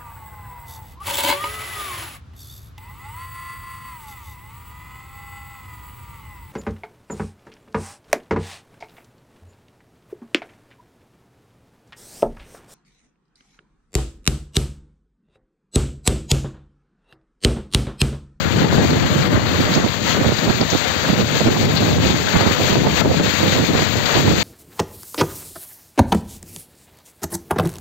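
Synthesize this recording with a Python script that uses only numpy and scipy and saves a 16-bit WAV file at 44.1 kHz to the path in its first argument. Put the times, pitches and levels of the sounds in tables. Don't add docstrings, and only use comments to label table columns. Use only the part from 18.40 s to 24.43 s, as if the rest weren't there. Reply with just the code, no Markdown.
import sys
import numpy as np
from scipy import signal
from scipy.fft import rfft, irfft
from scipy.io import wavfile
from scipy.ndimage import uniform_filter1d, minimum_filter1d

SR = 44100
rng = np.random.default_rng(int(sys.argv[2]) if len(sys.argv) > 2 else 0)


def transcribe(u):
    v = np.clip(np.atleast_2d(u).T, -1, 1)
    q = np.round(v * 32767).astype(np.int16)
    wavfile.write(sys.argv[1], SR, q)


N = 265923
TIME = np.arange(N) / SR
HZ = np.maximum(np.arange(N // 2 + 1) * SR / N, 1)

# frequency in Hz, relative level per hertz in dB.
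GRAVEL_SPECTRUM = [(200, -25), (450, 3), (780, 1), (980, 0.5), (1600, 1), (2100, -2.5), (2500, -11.5),
                   (3300, -7), (6000, -38)]
# frequency in Hz, relative level per hertz in dB.
SAND_SPECTRUM = [(1500, -4.5), (2400, 1.5), (3000, -1.5), (3700, 1), (4720, 1), (4810, -8), (5900, -8.5),
                 (6780, -1.5), (6950, -6), (7620, -7.5), (7740, -17.5), (8450, -18.5), (8800, -70)]
# frequency in Hz, relative level per hertz in dB.
HISS_TOP_SPECTRUM = [(11450, -32), (11650, 3.5), (12800, -1.5), (13100, 7.5), (15650, 6), (15850, -23.5)]
# time in seconds, then the gain in dB before the trims in scene()
POUR_LEVELS = [(0, -24.5, -22, -49), (0.6, -25, -24.5, -50.5), (1.6, -26.5, -24.5, -46.5),
               (2.2, -26, -21.5, -44.5), (3.4, -25.5, -22, -45), (4.1, -24.5, -21.5, -45.5),
               (5.5, -25.5, -22, -44.5), (6.03, -23, -18, -45.5)]
# crest in seconds,
# rise in seconds, fall in seconds, change of the left gravel in dB, of the left sand in dB, of the right in dB.
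LEVEL_SWELLS = [(0.212, 0.037, 0.12, 4.5, -1.5, 4), (0.865, 0.025, .03, 0, -1.5, -3),
                (0.96, 0.059, 0.18, 6, -0.5, -1.5), (1.22, 0.96, 0.23, 3, 2.5, 10.5),
                (1.35, 0.18, 0.049, 1, 2, 16), (1.7, 0.089, 0.15, 6, 5.5, 18.5),
                (1.81, 0.1, 0.17, 3, 1, 12), (2.026, 0.086, 0.1, 0.5, 0.5, 10),
                (2.325, 0.049, 0.035, 1.5, 2.5, -1), (2.47, 0.12, 0.1, 2, 2, -6),
                (2.7, 0.29, 0.077, 3, -0.5, 17), (2.98, 0.077, 0.087, 2.5, 4.5, 9),
                (3.665, 0.039, 0.061, -0.5, 3.5, 3), (3.955, 0.12, 0.1, 4, 2, 15),
                (4.03, 0.12, 0.17, 5, 0.5, -1), (4.29, 0.12, 0.095, 2, 4.5, 10),
                (4.595, 0.068, 0.034, 2.5, 7, 0), (4.845, 0.022, 0.13, 2, 5, 4),
                (5.0, 0.085, 0.15, 3, 3.5, 10.5), (5.132, 0.052, 0.13, 4, 3, 7),
                (5.393, 0.14, 0.2, 2.5, 2.5, 0), (5.745, 0.14, 0.097, 3.5, 1.5, 19)]
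# time in seconds, depth in dB, fall in seconds, recovery in seconds.
POUR_DIPS = [(0.15, 3, 0.17, 0.041), (0.269, 3.5, 0.035, 0.086), (0.885, 4, 0.011, 0.15),
             (0.988, 5.5, 0.029, 0.11), (1.44, 1, .04, 0.076), (1.5, -0.5, .01, 0.036),
             (1.62, 2.5, 0.049, 0.049), (1.79, 4, 0.048, 0.059), (2.25, 2.5, 0.048, 0.063),
             (2.83, 4, 0.0079, 0.081), (3.28, 2.5, 0.018, 0.067), (3.585, 3.5, 0.078, 0.073),
             (4.375, 2.5, 0.028, .1), (4.455, 4.5, 0.028, 0.086), (4.618, 6, 0.009, 0.072),
             (4.68, 6, .05, 0.11), (4.818, 6.5, 0.036, .016), (5.315, 3, 0.024, 0.09),
             (5.825, 1.5, .015, 0.027), (5.94, 4, 0.017, 0.07)]
# delay in seconds, sway in seconds, level in dB.
REFLECTIONS = [(0.00426, 0.00008, -22), (0.0077, 0.0002, -23), (0.0119, 0.00025, -22),
               (0.0183, 0.0003, -21)]
# pitch in Hz, width in Hz, relative level in dB.
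PANEL_MODES = [(534, 34, 30.5), (590, 25, 33), (919, 12, 19), (1304, 5.1, 23.5), (1614, 8, 8),
               (1890, 9, 11.5), (2114, 7.3, 13)]
# time in seconds, then the flow level in dB
BREEZE_FLOW = [(0, -18.5, -29), (0.25, -17, -23), (0.6, -15.5, -19), (1.0, -18.5, -21), (1.2, -21, -20),
               (1.38, -19.5, -18), (1.55, -23.5, -33), (1.73, -20.5, -27), (2.15, -26.5, -24),
               (2.45, -25.5, -29.5), (2.65, -22, -25.5), (2.92, -20.5, -24.5), (3.25, -18, -20.5),
               (3.72, -17, -22.5), (3.86, -26, -21.5), (4.25, -22, -23), (4.55, -19, -24), (4.94, -21, -30),
               (5.15, -21.5, -22), (5.47, -19.5, -31), (5.57, -19.5, -19.5), (5.67, -23.5, -30),
               (5.85, -16, -19), (6.03, -23, -21)]
# time in seconds, peak in dB before the port's rounding,
# upper edge in Hz, treble spit in dB before its filters and trim, port (0 left, 1 right).
WIND_POPS = [(0.112, -10, 300, -42, 0), (0.138, -9, 432, -40, 0), (0.16, -6, 420, -40, 1),
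             (0.17, -8, 560, -40, 0), (0.204, -6, 430, -40, 0), (0.221, 1, 620, -31, 1),
             (0.244, 1, 430, -40, 0), (0.381, 1, 490, -38, 0), (0.396, -2, 550, -30, 1),
             (0.446, -7, 390, -40, 1), (0.45, 0, 580, -40, 0), (0.475, -20, 760, -36, 0),
             (0.531, -2, 705, -18, 1), (0.722, -10, 380, -42, 0), (0.76, -7, 380, -38, 1),
             (0.877, -6.5, 450, -40, 0), (0.94, -10, 600, -38, 0), (0.944, -0.5, 260, -42, 1),
             (0.957, -8, 378, -38, 1), (0.974, -5, 475, -40, 0), (1.116, -9, 390, -44, 0),
             (1.364, 0, 480, -30, 1), (1.377, 2, 850, -28, 1), (1.386, -11, 520, -36, 1),
             (1.448, -9, 760, -34, 1), (1.463, -3, 890, -34, 1), (1.772, -8, 700, -39, 0),
             (1.814, -1, 520, -40, 1), (1.851, -3, 800, -38, 1), (1.863, 1, 402, -44, 1),
             (1.879, -5, 394, -40, 1), (1.891, -3, 555, -34, 1), (1.921, 0, 600, -36, 1),
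             (2.075, -3, 470, -34, 1), (2.104, 0, 1390, -28, 1), (2.213, -3, 680, -32, 1),
             (2.228, -2, 766, -23, 1), (2.25, -12, 380, -42, 0), (2.329, -6, 700, -14, 1),
             (2.35, 3, 760, -26, 1), (2.705, -13, 320, -42, 1), (2.734, -5, 405, -40, 1),
             (2.8, -8, 435, -39, 1), (2.828, -7, 400, -42, 0), (2.834, -10, 410, -42, 1),
             (2.97, -8, 300, -44, 1), (3.007, -7, 900, -24, 1), (3.02, -10, 570, -36, 1),
             (3.062, 2, 380, -31, 1), (3.07, -1, 810, -25, 1), (3.074, -9, 600, -38, 0),
             (3.123, -10, 560, -42, 0), (3.166, -7, 1100, -31, 1), (3.205, -11, 440, -40, 0),
             (3.242, -5, 330, -40, 0), (3.254, -11, 490, -40, 1), (3.269, -10, 320, -42, 0),
             (3.295, -7, 1100, -32, 1), (3.306, -10, 700, -28, 1), (3.363, -10, 580, -36, 1),
             (3.406, -6, 500, -21, 1), (3.424, -2, 910, -27, 1), (3.447, -8, 510, -34, 0),
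             (3.468, -6, 520, -29, 1), (3.48, -5, 780, -27, 1), (3.49, -7, 700, -19, 1),
             (3.506, -7, 400, -40, 0), (3.53, -5, 390, -40, 1), (3.568, -8, 550, -36, 1),
             (3.602, -7, 350, -42, 0), (3.633, -6, 380, -32, 1), (3.662, -3, 510, -36, 1),
             (3.956, -3, 544, -36, 1), (3.971, -12, 620, -26, 1), (4.013, -8, 450, -38, 1),
             (4.034, -6, 720, -30, 1), (4.064, 1, 447, -30, 1), (4.097, -11, 660, -32, 1),
             (4.111, -5, 490, -40, 1), (4.204, -6, 760, -34, 1), (4.33, 0, 750, -23, 1),
             (4.388, -8, 380, -35, 0), (4.408, -7, 460, -28, 1), (4.434, -5, 800, -32, 0),
             (4.47, 3.5, 1100, -20, 1), (4.615, 0, 1550, -24, 0), (4.649, -4, 1160, -24, 1),
             (4.658, -4, 1000, -32, 0), (4.677, -2, 360, -42, 0), (4.709, -12, 467, -23, 1),
             (4.744, -3, 1030, -18, 1), (4.799, -2, 900, -25, 1), (4.808, -3, 450, -38, 0),
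             (4.84, -7, 496, -40, 1), (5.031, 4, 560, -26, 1), (5.06, -5, 824, -28, 1),
             (5.078, -3.5, 640, -32, 1), (5.124, -4, 640, -32, 1), (5.164, -15, 590, -36, 1),
             (5.195, -2, 584, -30, 1), (5.224, -6, 460, -38, 1), (5.305, -6, 520, -42, 0),
             (5.351, 0, 710, -32, 1), (5.392, -2, 1100, -26, 1), (5.423, -4, 670, -33, 1),
             (5.556, -6, 600, -38, 0), (5.77, 0, 806, -30, 1), (5.879, 6, 550, -37, 1),
             (5.91, -4, 478, -20, 1), (5.934, -5, 517, -40, 0)]
# start in seconds, length in seconds, left level in dB, right level in dB,
# upper edge in Hz; levels and edges are before the trims in scene().
PORT_GUSTS = [(0.127, 0.058, -13, -21, 594), (0.184, 0.1, -16, -18, 750), (0.315, 0.13, -11, -14.5, 800),
              (0.487, 0.1, -18, -16.5, 750), (0.74, 0.061, -27.5, -14.5, 480),
              (0.906, 0.076, -16, -19.5, 600), (1.187, 0.041, -17, -11.5, 420),
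              (1.369, 0.02, -31, -14, 750), (1.438, 0.032, -25, -8.5, 850), (1.769, 0.044, -12.5, -23, 600),
              (1.841, 0.061, -37, -11.5, 623), (2.017, 0.064, -14, -23, 550), (2.08, 0.034, -39, -5, 950),
              (2.199, 0.035, -16, -10, 750), (2.323, 0.0385, -32, -12, 854), (2.694, 0.052, -28, -7, 293),
              (2.776, 0.054, -23, -11.5, 620), (3.003, 0.015, -29, -7, 900), (3.049, 0.044, -10, -9, 664),
              (3.11, 0.26, -22.5, -19.5, 856), (3.396, 0.13, -28, -18.5, 860), (3.549, 0.2, -32, -14, 710),
              (3.942, 0.043, -41, -6.5, 420), (3.977, 0.14, -36, -14.5, 1050),
              (4.183, 0.083, -20, -15.5, 990), (4.297, 0.035, -29, -11.5, 520),
              (4.347, 0.043, -12, -11.5, 865), (4.382, 0.051, -10, -28, 445),
              (4.441, 0.059, -13, -14, 1100), (4.61, 0.015, -6, -34, 1310), (4.633, 0.047, -12, -15, 706),
              (4.69, 0.032, -22, -9, 706), (4.753, 0.06, -13.5, -26, 447), (4.822, 0.085, -31, -17.5, 860),
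              (4.996, 0.11, -28, -17, 705), (5.15, 0.042, -29, -13, 1100), (5.192, 0.053, -34, -13, 520),
              (5.285, 0.035, -11, -21, 600), (5.307, 0.13, -38, -16, 755), (5.75, 0.056, -20, -12, 990),
              (5.832, 0.11, -18, -12.5, 580)]
GUST_ATTACK_S, GUST_RELEASE_S = 0.015, 0.01
# time in seconds, peak in dB, pitch in Hz, decay in seconds.
STONE_CLACKS = [(0.195, -13, 4000, .008), (0.851, -11.5, 3830, 0.016), (1.067, -12.5, 4200, .005),
                (1.078, -21, 3950, .008), (1.337, -8, 4600, .012), (1.349, -12, 4500, .008),
                (1.351, -12, 6700, .004), (1.484, -13, 3900, .008), (1.985, -9, 4040, 0.005),
                (2.211, -7, 4400, 0.0044), (2.301, -10, 6800, 0.014), (2.808, -11, 4200, .005),
                (3.364, -7.5, 3980, 0.012), (3.371, -5, 4200, 0.0085), (3.527, -11, 4250, .006),
                (3.669, -8, 4100, 0.0089), (3.701, -11, 3900, .008), (4.837, -17, 4360, .009),
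                (5.081, -12, 3580, .012), (5.657, -5, 4240, .007), (5.742, -8, 3970, 0.0077),
                (5.754, -9, 3800, .008)]
CLACK_GRIT_DB = -5
# time in seconds, peak in dB.
AIR_HEAVES = [(0.87, -31), (1.26, -29), (2.22, -31), (3.965, -19), (4.325, -23), (4.71, -30)]
HEAVE_HZ, HEAVE_WIDTH_S = 36, 0.02
LIMIT, CUTOFF_HZ = 0.82, 16000


def from_db(db):
    return 10 ** (np.asarray(db) / 20)


def rms_one(x):
    return x / np.sqrt(np.mean(x ** 2) + 1e-20)


def butter(x, order, hz, kind):
    sections = signal.butter(order, np.clip(hz, 10, SR / 2 - 1000), kind, fs=SR, output="sos")
    return signal.sosfilt(sections, x)


def in_time(rows):
    times, *columns = np.transpose(rows)
    return np.array([np.interp(TIME, times, column) for column in columns])


def drift(per_s):
    return rms_one(irfft(rfft(rng.standard_normal(N)) / (1 + (HZ / per_s) ** 2), N))


def evened(x, size):
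    power = uniform_filter1d(uniform_filter1d(x ** 2, size=size), size=size)
    return x / np.sqrt(np.abs(power) + 1e-12)


def coloured(x, colour):
    hz, db = np.transpose(colour)
    shape_db = np.interp(np.log(HZ), np.log(np.sort(hz)), db, left=-np.inf, right=-np.inf)
    return rms_one(irfft(rfft(x) * from_db(shape_db), N))


def ring(x, hz, width):
    r, w = np.exp(-np.pi * width / SR), 2 * np.pi * hz / SR
    return signal.lfilter([0, np.sin(w)], [1, -2 * r * np.cos(w), r * r], x + 1e-18)


def grains(per_s, spread_db, clump_db):
    sizes = from_db(spread_db * np.minimum(rng.exponential(1, N), 4))
    signs = rng.choice([-1, 1], N)
    landed = rng.random(N) < per_s / SR
    return sizes * signs * landed * from_db(clump_db * drift(25))


def gravel():
    return coloured(grains(per_s=3500, spread_db=1.0, clump_db=1.18), GRAVEL_SPECTRUM)


def sand(top_db):
    noise = grains(per_s=14000, spread_db=1.5, clump_db=1.19)
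    top_gain = from_db(top_db + 1.0 * drift(15))
    return coloured(noise, SAND_SPECTRUM) + top_gain * coloured(noise, HISS_TOP_SPECTRUM)


def pour_levels():
    swell_db = 0
    for s, rise, fall, *heights in LEVEL_SWELLS:
        swell_db = swell_db + np.outer(heights, np.interp(TIME, [s - rise, s, s + fall], [0, 1, 0]))
    dip_db = 0
    for s, depth, fall, recovery in POUR_DIPS:
        dip_db = dip_db + np.interp(TIME, [s - fall, s, s + recovery], [0, depth, 0])
    gravel_db, sand_db, right_db = in_time(POUR_LEVELS) + swell_db
    return from_db([gravel_db - dip_db, sand_db - dip_db, right_db])


def shimmer(x, depth_db, per_s, count=12):
    spectrum, centres = rfft(x), np.geomspace(500, 8000, count)
    out = np.zeros(N)
    for band in np.eye(count):
        part = irfft(spectrum * np.interp(HZ, centres, band), N)
        out += part * from_db(depth_db * drift(per_s))
    return out


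def with_echoes(x):
    out = x.copy()
    for delay, sway, db in REFLECTIONS:
        out += from_db(db) * np.interp(TIME - delay - sway * drift(0.6), TIME, x)
    return out


def screen_box(sway_db=3):
    knocks = grains(per_s=1500, spread_db=2.5, clump_db=1.5)
    drone = np.zeros(N)
    for hz, width, db in PANEL_MODES:
        drone += from_db(db) * rms_one(ring(knocks * from_db(sway_db * drift(3)), hz, width))
    return rms_one(drone)


def chinks(count=40):
    hits = grains(per_s=110, spread_db=2, clump_db=0)
    bar = rng.integers(0, count, N)
    pitches = np.linspace(900, 4600, count) + rng.uniform(-38.0, 42.0, count)
    return rms_one(sum(ring(hits * (bar == k), hz, width=9) for k, hz in enumerate(pitches)))


def turbulence(drive, edge_hz, low_hz=70, knee_hz=190):
    body = butter(drive, order=3, hz=low_hz, kind="high")
    body = butter(body, order=1, hz=knee_hz, kind="low")
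    return butter(body, order=3, hz=edge_hz, kind="low")


def wind(flow_db, edge_hz, lumpy_db, waver_db):
    lumps = rng.standard_normal(N) * from_db(lumpy_db * drift(130))
    rumble = turbulence(lumps, edge_hz)
    return from_db(flow_db + waver_db * drift(9.1)) * evened(rumble, size=2300)


def pops(low_share, knee_share, spit_s, trail_db, trail_s):
    thumps, spits, age = np.zeros((2, N)), np.zeros((2, N)), np.arange(SR // 20) / SR
    noises = rng.standard_normal((len(WIND_POPS), len(age)))
    all_gaps = rng.uniform(0.482, 1, (len(WIND_POPS), 2))
    for (s, db, edge_hz, spit_db, port), white, gaps in zip(WIND_POPS, noises, all_gaps):
        kicks = signal.unit_impulse(len(age))
        trail_at = (np.cumsum(gaps) * trail_s * SR).astype(int)
        kicks[trail_at] += from_db(trail_db * np.array([1, 2])) * np.sign(white[1:3])
        pulse = turbulence(kicks, edge_hz, low_hz=edge_hz * low_share, knee_hz=edge_hz * knee_share)
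        start = round(s * SR) - np.argmax(pulse[:SR // 500])
        side, span = int(port > .5), slice(start, start + len(age))
        thumps[side, span] += np.sign(white[0]) * from_db(db) * pulse / np.abs(pulse).max()
        spits[side, span] += from_db(spit_db) * white * np.exp(-age / spit_s)
    spits = butter(spits, order=2, hz=1100, kind="high")
    spits = butter(spits, order=2, hz=3000, kind="low")
    return thumps + from_db(4.5) * butter(spits, order=12, hz=6500, kind="low")


def gusts(levels_db, spread_db, edge_share, eddy_db, eddies_per_s, lumpy_db):
    out = np.zeros(N)
    eddy_rate = eddies_per_s * from_db(4.4 * drift(20.25))
    throb = from_db(eddy_db * np.sin(2 * np.pi * np.cumsum(eddy_rate) / SR))
    kicks = grains(per_s=800, spread_db=spread_db, clump_db=0) * from_db(lumpy_db * drift(200))
    for (start, length, _, _, edge_hz), db in zip(PORT_GUSTS, levels_db):
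        near = np.abs(TIME - start - length / 2) < length / 2 + .05
        age = TIME[near] - start
        attack, release = .5 + age / GUST_ATTACK_S, .5 + (length - age) / GUST_RELEASE_S
        swell = np.clip(np.minimum(attack, release), 0, 1)
        volley = turbulence(kicks[near], edge_hz * edge_share, low_hz=93.3, knee_hz=189)
        burst = swell * throb[near] * evened(volley, size=1700)
        out[near] += from_db(db) * rms_one(burst) * np.sqrt(np.mean(swell ** 2))
    return out


def clacks(width_hz, grit_db, top_share):
    out, age = np.zeros(N), np.arange(SR // 20) / SR
    noises = rng.standard_normal((len(STONE_CLACKS), len(age)))
    for (s, db, hz, decay_s), white in zip(STONE_CLACKS, noises):
        contact = white * np.exp(-age / decay_s)
        grit = rms_one(butter(contact, order=4, hz=0.57 * hz, kind="high"))
        crunch = rms_one(ring(contact, hz, width_hz)) + from_db(grit_db) * grit
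        crunch = butter(crunch, order=24, hz=min(top_share * hz, 7300), kind="low")
        start = round(s * SR)
        out[start:start + len(age)] += from_db(db) * crunch / np.abs(crunch).max()
    return out


def heaves(hz, width_s):
    out = np.zeros(N)
    for s, db in AIR_HEAVES:
        age = TIME - s
        out += from_db(db) * np.exp(-(age / width_s) ** 2) * np.cos(2 * np.pi * hz * age)
    return out


def ports(pressure, top=0.51, low_cut_hz=64):
    return top * np.tanh(butter(pressure, order=5, hz=low_cut_hz, kind="high") / top)


def scene():
    gravel_gain, sand_gain, right_gain = pour_levels()
    drone, frame = screen_box(), chinks()
    left = gravel_gain * (from_db(2.47) * gravel() + from_db(-9.5) * frame)
    left += sand_gain * sand(top_db=-18.0)
    left += from_db(-33.5) * drone
    left = shimmer(left, depth_db=0.74, per_s=16)
    left = with_echoes(left + clacks(width_hz=790, grit_db=CLACK_GRIT_DB, top_share=1.445))

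    right = from_db(1.0) * gravel() + from_db(-2.5) * sand(top_db=-15.0)
    right += from_db(-1.5) * drone + from_db(-13.0) * frame
    right = right_gain * right + heaves(HEAVE_HZ, HEAVE_WIDTH_S)

    flow_left, flow_right = in_time(BREEZE_FLOW)
    _, _, gust_left, gust_right, _ = np.transpose(PORT_GUSTS)
    wind_left = from_db(0.8) * wind(flow_left, edge_hz=275, lumpy_db=6.0, waver_db=0.5)
    wind_left += from_db(-3) * gusts(gust_left, spread_db=0.0, edge_share=0.92,
                                     eddy_db=-2.5, eddies_per_s=17, lumpy_db=4.5)
    wind_right = from_db(0.5) * wind(flow_right, edge_hz=537, lumpy_db=3.0, waver_db=2.5)
    wind_right += from_db(-1.0) * gusts(gust_right, spread_db=4.5, edge_share=1.0,
                                        eddy_db=4.0, eddies_per_s=19, lumpy_db=3.0)
    buffeting = np.array([wind_left, wind_right])
    buffeting += pops(low_share=0.23, knee_share=0.44, spit_s=0.0015, trail_db=-7.5, trail_s=0.00544)
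    return np.array([left, right]) + ports(buffeting)


def record(dry):
    room = np.minimum(1, LIMIT / (np.abs(dry) + 1e-9))
    gain = minimum_filter1d(room, size=221)
    gain = uniform_filter1d(uniform_filter1d(gain, size=111), size=111)
    return irfft(rfft(dry * gain) / np.sqrt(1 + (HZ / CUTOFF_HZ) ** 160), N)


dry = scene()
out = record(dry)
transcribe(out)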